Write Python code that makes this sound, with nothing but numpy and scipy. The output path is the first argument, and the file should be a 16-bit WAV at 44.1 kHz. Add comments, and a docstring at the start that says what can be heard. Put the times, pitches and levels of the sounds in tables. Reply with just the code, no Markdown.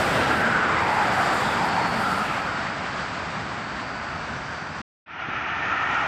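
"""Traffic beside a busy toll road

A small diesel truck and two cars sweep past and draw away into the stream of traffic.
After a short silence, from a second spot on the verge, a car closes in ahead of more distant traffic.
Tyres roar and sing in whines that mostly sink as they pass, air hisses from the grooves,
engines and bodies rumble."""
import sys
import numpy as np
from scipy import signal
from scipy.fft import rfft, irfft
from scipy.io import wavfile
from scipy.ndimage import uniform_filter1d, map_coordinates

SR = 44100
rng = np.random.default_rng(int(sys.argv[2]) if len(sys.argv) > 2 else 0)


def store_wav(level_fs):
    """Save 16-bit WAV to argv[1]."""
    pcm = np.round(np.clip(np.atleast_2d(level_fs), -1, 1) * 32767)
    wavfile.write(sys.argv[1], SR, pcm.T.astype(np.int16))


N = 267687
TIME, FREQ = np.arange(N) / SR, np.maximum(np.fft.rfftfreq(N, 1 / SR), 1)
CUT_S, RESUME_S = 4.817, 5.06  # the silence between the two spots

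# road noise close by, far off and closing in, and the finest hiss: (frequency [Hz], relative level [dB])
CLOSE_EQ = [(18, -54), (30, -25), (101, -7.5), (150, -8), (200, -7), (275, -9.5), (404, -7.5), (818, 0.5),
            (1070, -3.5), (1400, -0.5), (3040, -13), (4940, -15), (6150, -25), (7840, -25.5), (10000, -54),
            (13000, -80), (22000, -120)]
FAR_EQ = [(18, -56), (30, -18.5), (63, -5.5), (140, -0.5), (205, -1.5), (310, -6.5), (480, -9), (688, -3),
          (794, -3.3), (1490, -3), (3450, -16.5), (4610, -16.5), (6160, -26.5), (7830, -30.5), (8630, -35),
          (9500, -73), (12400, -90.5), (20900, -120)]
NEARING_EQ = [(30, -28.5), (72, -8.5), (150, -9), (215, -15), (290, -12.5), (490, -14.5), (780, -8.5),
              (1100, -7.5), (1400, -3.5), (2000, -8), (2600, -8.5), (4300, -24.5), (6300, -27),
              (7600, -37.5), (10000, -49.5), (14000, -60.5)]
SIZZLE_EQ = [(7000, -19.5), (8500, 8), (10500, -2.5), (12500, -2), (14000, -6), (16000, -7.5)]
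# steady humps and dips in the hiss at the first spot: (centre [Hz], width [Hz], gain [dB])
HISS_BELLS = [(4240, 590, -2), (4680, 500, -0.5), (6250, 900, 0), (7900, 1600, 5)]
# the treble opening up at the second spot: (time [s], upper edge [Hz])
TREBLE_SWEEP = [(5.06, 5700), (5.15, 6400), (5.3, 6740), (5.78, 7300), (6.05, 9300)]
# diesels of a distant lorry and of the small truck: (time [s], firing rate [Hz], level [dB])
LORRY_ENGINE = [(2.9, 70, -61), (3.4, 68.5, -45), (3.8, 70, -52), (4.15, 73, -46.5), (4.8, 77, -49)]
TRUCK_ENGINE = [(0, 103.7, -44.5), (.25, 103.6, -37), (.5, 101.6, -46), (.7, 98.5, -54.5),
                (1.1, 99.05, -42), (1.9, 97.84, -35.5), (2.8, 91.64, -48.5), (4.8, 92.2, -60)]
# the bands of a thin shrill within the hiss: (centre [Hz], width [Hz], relative level [dB])
SHRILL_PEAKS = [(4500, 130, 0), (4690, 190, -2), (4930, 220, -4)]
# the course of that shrill: (time [s], pitch of the lowest band [Hz], level [dB])
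SHRILL_COURSE = [(0, 4480, -58), (1.1, 4490, -47.5), (1.5, 4483, -45), (1.85, 4450, -46), (2.3, 4455, -52),
                 (2.6, 4470, -52.5), (3.05, 4570, -54), (3.6, 4430, -53), (4.0, 4520, -54),
                 (4.4, 4520, -54.5), (4.8, 4530, -55)]
# swelling bands of noise: tyre whines, hiss flares, a short thud and a thin shrill line:
# (time of peak [s], half length [s], centre [Hz], width [Hz], pitch swing [share], level [dB])
BAND_SWELLS = [(0.121, 0.27, 590, 172, 0.097, -31), (0.19, 0.15, 2700, 1290, 0.033, -33.5),
               (0.248, 0.17, 1350, 169, 0.026, -31), (0.46, 0.2, 1530, 270, 0.086, -27),
               (.67, .11, 1373, 341, .12, -25), (0.768, .09, 1090, 230, 0.13, -29),
               (0.819, 0.17, 2010, 490, 0.051, -32.5), (0.911, 0.17, 905, 210, .14, -26.5),
               (1.006, .025, 850, 149.7, .03, -23), (1.203, 0.14, 757, 90, .03, -29.5),
               (1.25, .28, 1260, 500, .06, -28), (1.392, 0.12, 7400, 1300, 0.019, -47.5),
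               (1.483, 0.11, 3520, 500, 0.079, -41), (1.697, 0.2745, 868, 238, 0.013, -27.5),
               (1.827, 0.12, 4400, 90.4, 0.008, -46), (2.098, 0.26, 714, 160, 0.054, -35),
               (2.161, 0.175, 1320, 154.7, 0.022, -28), (2.325, 0.08, 2380, 603, 0.086, -36.5),
               (2.549, .1, 1420, 110, 0.021, -34.5), (3.198, 0.25, 1215, 159.8, 0.031, -42),
               (3.701, 0.8, 1390, 200, 0.005, -44.5), (4.106, .12, 1320, 194.5, 0.019, -41),
               (4.559, 0.31, 1545, 277.6, 0.021, -41), (4.597, 0.4, 5790, 750, 0.016, -56.5),
               (5.223, 0.16, 1370, 80, 0.01, -36.5), (5.653, .08, 1810, 95, 0.005, -32.5),
               (5.758, 0.13, 1340, 159, -0.0022, -29.5), (5.902, .18, 1860, 95, -0.021, -34),
               (5.992, .2, 1380, 168, -0.015, -29), (5.97, 0.26, 875, 280, 0.04, -33)]
# small truck, large car, small car, two on the far carriageway, the car closing in; each when nearest:
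# (time [s], speed [m/s], lane distance [m], rumble [dB], roar [dB], hiss [dB])
PASS_BYS = [(0.07, 24, 12.6, -28.5, -24, -38), (1.32, 21, 12.8, -34.5, -27, -40),
            (2.11, 31.4, 12.8, -45, -35.5, -42), (3.1, 30, 22.5, -45, -38.5, -43.5),
            (4.48, 17, 36, -47, -48, -51), (6.52, 20.2, 21.3, -38, -27, -39)]
# the bed of distant traffic at each spot: (rumble [dB], roar [dB], hiss [dB])
FIRST_BED_DB, SECOND_BED_DB = (-44.5, -39, -48.5), (-46, -37, -49.5)


def undb(db):
    """Decibels to gain."""
    return 10 ** (np.asarray(db) / 20)


def unit(x):
    """Scale to rms 1."""
    return x / np.sqrt(np.mean(x ** 2))


def curves(table):
    """The columns of a timed table as automation curves, one value a sample."""
    s, *columns = np.transpose(table)
    return [np.interp(TIME, s, column) for column in columns]


def shaped(x, gain):
    """Filter by a gain for each frequency."""
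    return irfft(rfft(x) * gain, N)


def noise(gain):
    """Fresh noise of a given colour, rms 1."""
    return unit(shaped(rng.standard_normal(N), gain))


def colour(points):
    """EQ curve through (frequency [Hz], level [dB]) points."""
    hz, db = np.transpose(points)
    return undb(np.interp(np.log(FREQ), np.log(hz), db))


def resonance(hz, width):
    """Gain of a steep resonance, 1 at its centre."""
    return 1 / (1 + ((FREQ - hz * hz / FREQ) / (1.28 * width)) ** 2)


def below(hz):
    """Smooth crossover: 1 in the lows, a half at hz, 0 in the highs."""
    return 1 / (1 + (FREQ / hz) ** 8)


def flutter(rate):
    """Random levels held 1 / rate s and slewed twice, rms 1."""
    size = int(SR / rate)
    held = np.repeat(rng.standard_normal(600)[:N // size + 1], size)
    return unit(uniform_filter1d(uniform_filter1d(held, size), size)[:N])


def bent(x, seconds):
    """Read a sound along a bent time axis, which bends its pitch."""
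    return map_coordinates(x, [seconds * SR], order=3, mode="grid-wrap")


def distance_m(s, speed, lane):
    """Distance to a vehicle on a straight lane, nearest at time s."""
    return np.hypot(lane, speed * (TIME - s))


def shrill(waver=.007):
    """Narrow high bands that waver together in pitch and each swell and flutter on their own."""
    hz, db = curves(SHRILL_COURSE)
    bands = sum(noise(resonance(band_hz, width)) * undb(band_db + 2.5 * flutter(7))
                for band_hz, width, band_db in SHRILL_PEAKS)
    pitch_ratio = hz / SHRILL_PEAKS[0][0] * (1 + waver * flutter(8.7))
    return unit(bent(bands, np.cumsum(pitch_ratio) / SR)) * undb(db)


def sizzle(vehicles, trim_db=-4, reference_m=10.7, fade_db_per_m=3):
    """A fine top hiss that comes and goes while the vehicles are close."""
    power = 0
    for s, speed, lane, _, _, hiss_db in vehicles:
        fade_db = fade_db_per_m * (distance_m(s, speed, lane) - reference_m)
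        power = power + undb(hiss_db + trim_db - fade_db) ** 2
    return noise(colour(SIZZLE_EQ)) * np.sqrt(power) * undb(1.74 * flutter(40) + .5 * flutter(8.3))


def bump(start_s=5.2865, hz=300, decay_s=.0014):
    """A bump gives one short dull thud."""
    age = np.maximum(TIME - start_s, 0)
    thud = np.sin(2 * np.pi * hz * age) * np.exp(-age / decay_s)
    return shaped(thud, resonance(hz, width=1500)) * undb(-15)


def diesel(table, pipe_hz, pipe_width_hz):
    """Uneven firings ring a truck's exhaust; the wake makes the note stagger."""
    hz, db = curves(table)
    cycles = np.cumsum(hz * (1 + .1 * flutter(45))) / SR
    firings = np.diff(np.floor(cycles), prepend=0) * undb(3.0 * flutter(80))
    return unit(shaped(firings, resonance(pipe_hz, pipe_width_hz))) * undb(db)


def band_swells(top_hz=8800, flutter_db=1.5):
    """Swelling, bending bands of noise: tyre whines, hiss flares, a short thud and a thin shrill line."""
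    out = np.zeros(N)
    for s, half_s, hz, width, swing, db in BAND_SWELLS:
        away = np.hypot(1, (TIME - s) / half_s)  # 1 at the peak, growing on either side
        read_s = TIME - swing * half_s * away  # a positive swing sinks the pitch, as in a pass-by
        band = bent(noise(resonance(hz, width) * below(top_hz)), read_s)
        out += band * undb(db + flutter_db * flutter(35)) / away ** 2
    return out


def traffic_levels(vehicles, bed_db):
    """Rumble, roar and hiss in dB: each vehicle swells and fades with distance, over the steady bed."""
    falloff = np.array([1.044, 0.78, 2.05])[:, None]  # the hiss is beamed sideways and falls fastest
    power = undb(bed_db)[:, None] ** 2
    for s, speed, lane, *levels_db in vehicles:
        nearness = lane / distance_m(s, speed, lane)
        power = power + (undb(levels_db)[:, None] * nearness ** falloff) ** 2
    return 10 * np.log10(power)


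def road_noise(eq, levels_db, trims_db):
    """Bodies rumble, tyres roar on coarse asphalt, grooves hiss; patches in the road make it flutter."""
    rumble_db, roar_db, hiss_db = levels_db + np.array(trims_db)[:, None]
    low, high = below(hz=390), 1 - below(hz=2873)
    surface_db = 0.59 * flutter(28.14) + 0.12 * flutter(7)
    rumble = noise(eq * np.sqrt(low)) * undb(rumble_db + 0.81 * flutter(19))
    roar = noise(eq * np.sqrt((1 - low) * (1 - high))) * undb(roar_db + surface_db)
    hiss = noise(eq * np.sqrt(high)) * undb(hiss_db + surface_db + 0.76 * flutter(60))
    return rumble + roar + hiss


def treble_opening(x, shelf_db=-16):
    """The hiss starts dull and brightens as its upper edge sweeps up."""
    hz, s, bins = signal.stft(x, SR, nperseg=512)
    edge_hz = np.interp(s, *np.transpose(TREBLE_SWEEP))
    passed = 1 / (1 + (hz[:, None] / edge_hz) ** 30)
    shelf = passed + (1 - passed) * undb(shelf_db)
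    return signal.istft(bins * shelf, SR)[1][:N]


def nearing_traffic(vehicles, lag_s=0.00189):
    """A car closes in; the bounce off the verge comes back late and inverted and combs the roar."""
    bounce = .26 * below(hz=2900)
    comb = np.abs(1 - bounce * np.exp(-2j * np.pi * FREQ * lag_s))
    levels_db = traffic_levels(vehicles, SECOND_BED_DB)
    return road_noise(colour(NEARING_EQ) * comb, levels_db, trims_db=(-0.6, -0.1, -1.5))


def leaving_traffic(vehicles):
    """The close vehicles' bright noise gives way to the duller stream further down the road."""
    levels_db = traffic_levels(vehicles, FIRST_BED_DB)
    bells = undb(sum(db / (1 + (2 * (FREQ - hz) / width) ** 2) for hz, width, db in HISS_BELLS))
    close = road_noise(colour(CLOSE_EQ) * bells, levels_db, trims_db=(-0.1, -0.52, 0.33))
    far = road_noise(colour(FAR_EQ) * bells * below(hz=9450), levels_db, trims_db=(0.5, -0.3, -0.76))
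    far_share = np.clip((TIME - 1.5) / 1.41, 0, 1)
    return close * np.sqrt(1 - far_share) + far * np.sqrt(far_share)


def scene(cut_length_s=0.0014, fade_length_s=0.28):
    """The first spot stops dead; the second fades in after a silence."""
    going = [row for row in PASS_BYS if row[0] < RESUME_S]
    coming = [row for row in PASS_BYS if row[0] >= RESUME_S]
    swells = band_swells()
    truck = diesel(TRUCK_ENGINE, pipe_hz=195, pipe_width_hz=100)
    lorry = diesel(LORRY_ENGINE, pipe_hz=108, pipe_width_hz=110)
    first_spot = leaving_traffic(going) + sizzle(going) + truck + lorry + shrill() + swells
    second_spot = treble_opening(nearing_traffic(coming) + bump() + swells)
    cut = np.clip((CUT_S - TIME) / cut_length_s, 0, 1)
    fade_in = np.clip((TIME - RESUME_S) / fade_length_s, 0, 1) ** 0.66
    return (first_spot * cut + second_spot * fade_in)[None]


def record(dry, top_hz=15450):
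    """A steep low-pass takes the very top off the mix."""
    return signal.sosfilt(signal.ellip(10, .2, 80, top_hz, fs=SR, output="sos"), dry)


dry = scene()
out = record(dry)
store_wav(out)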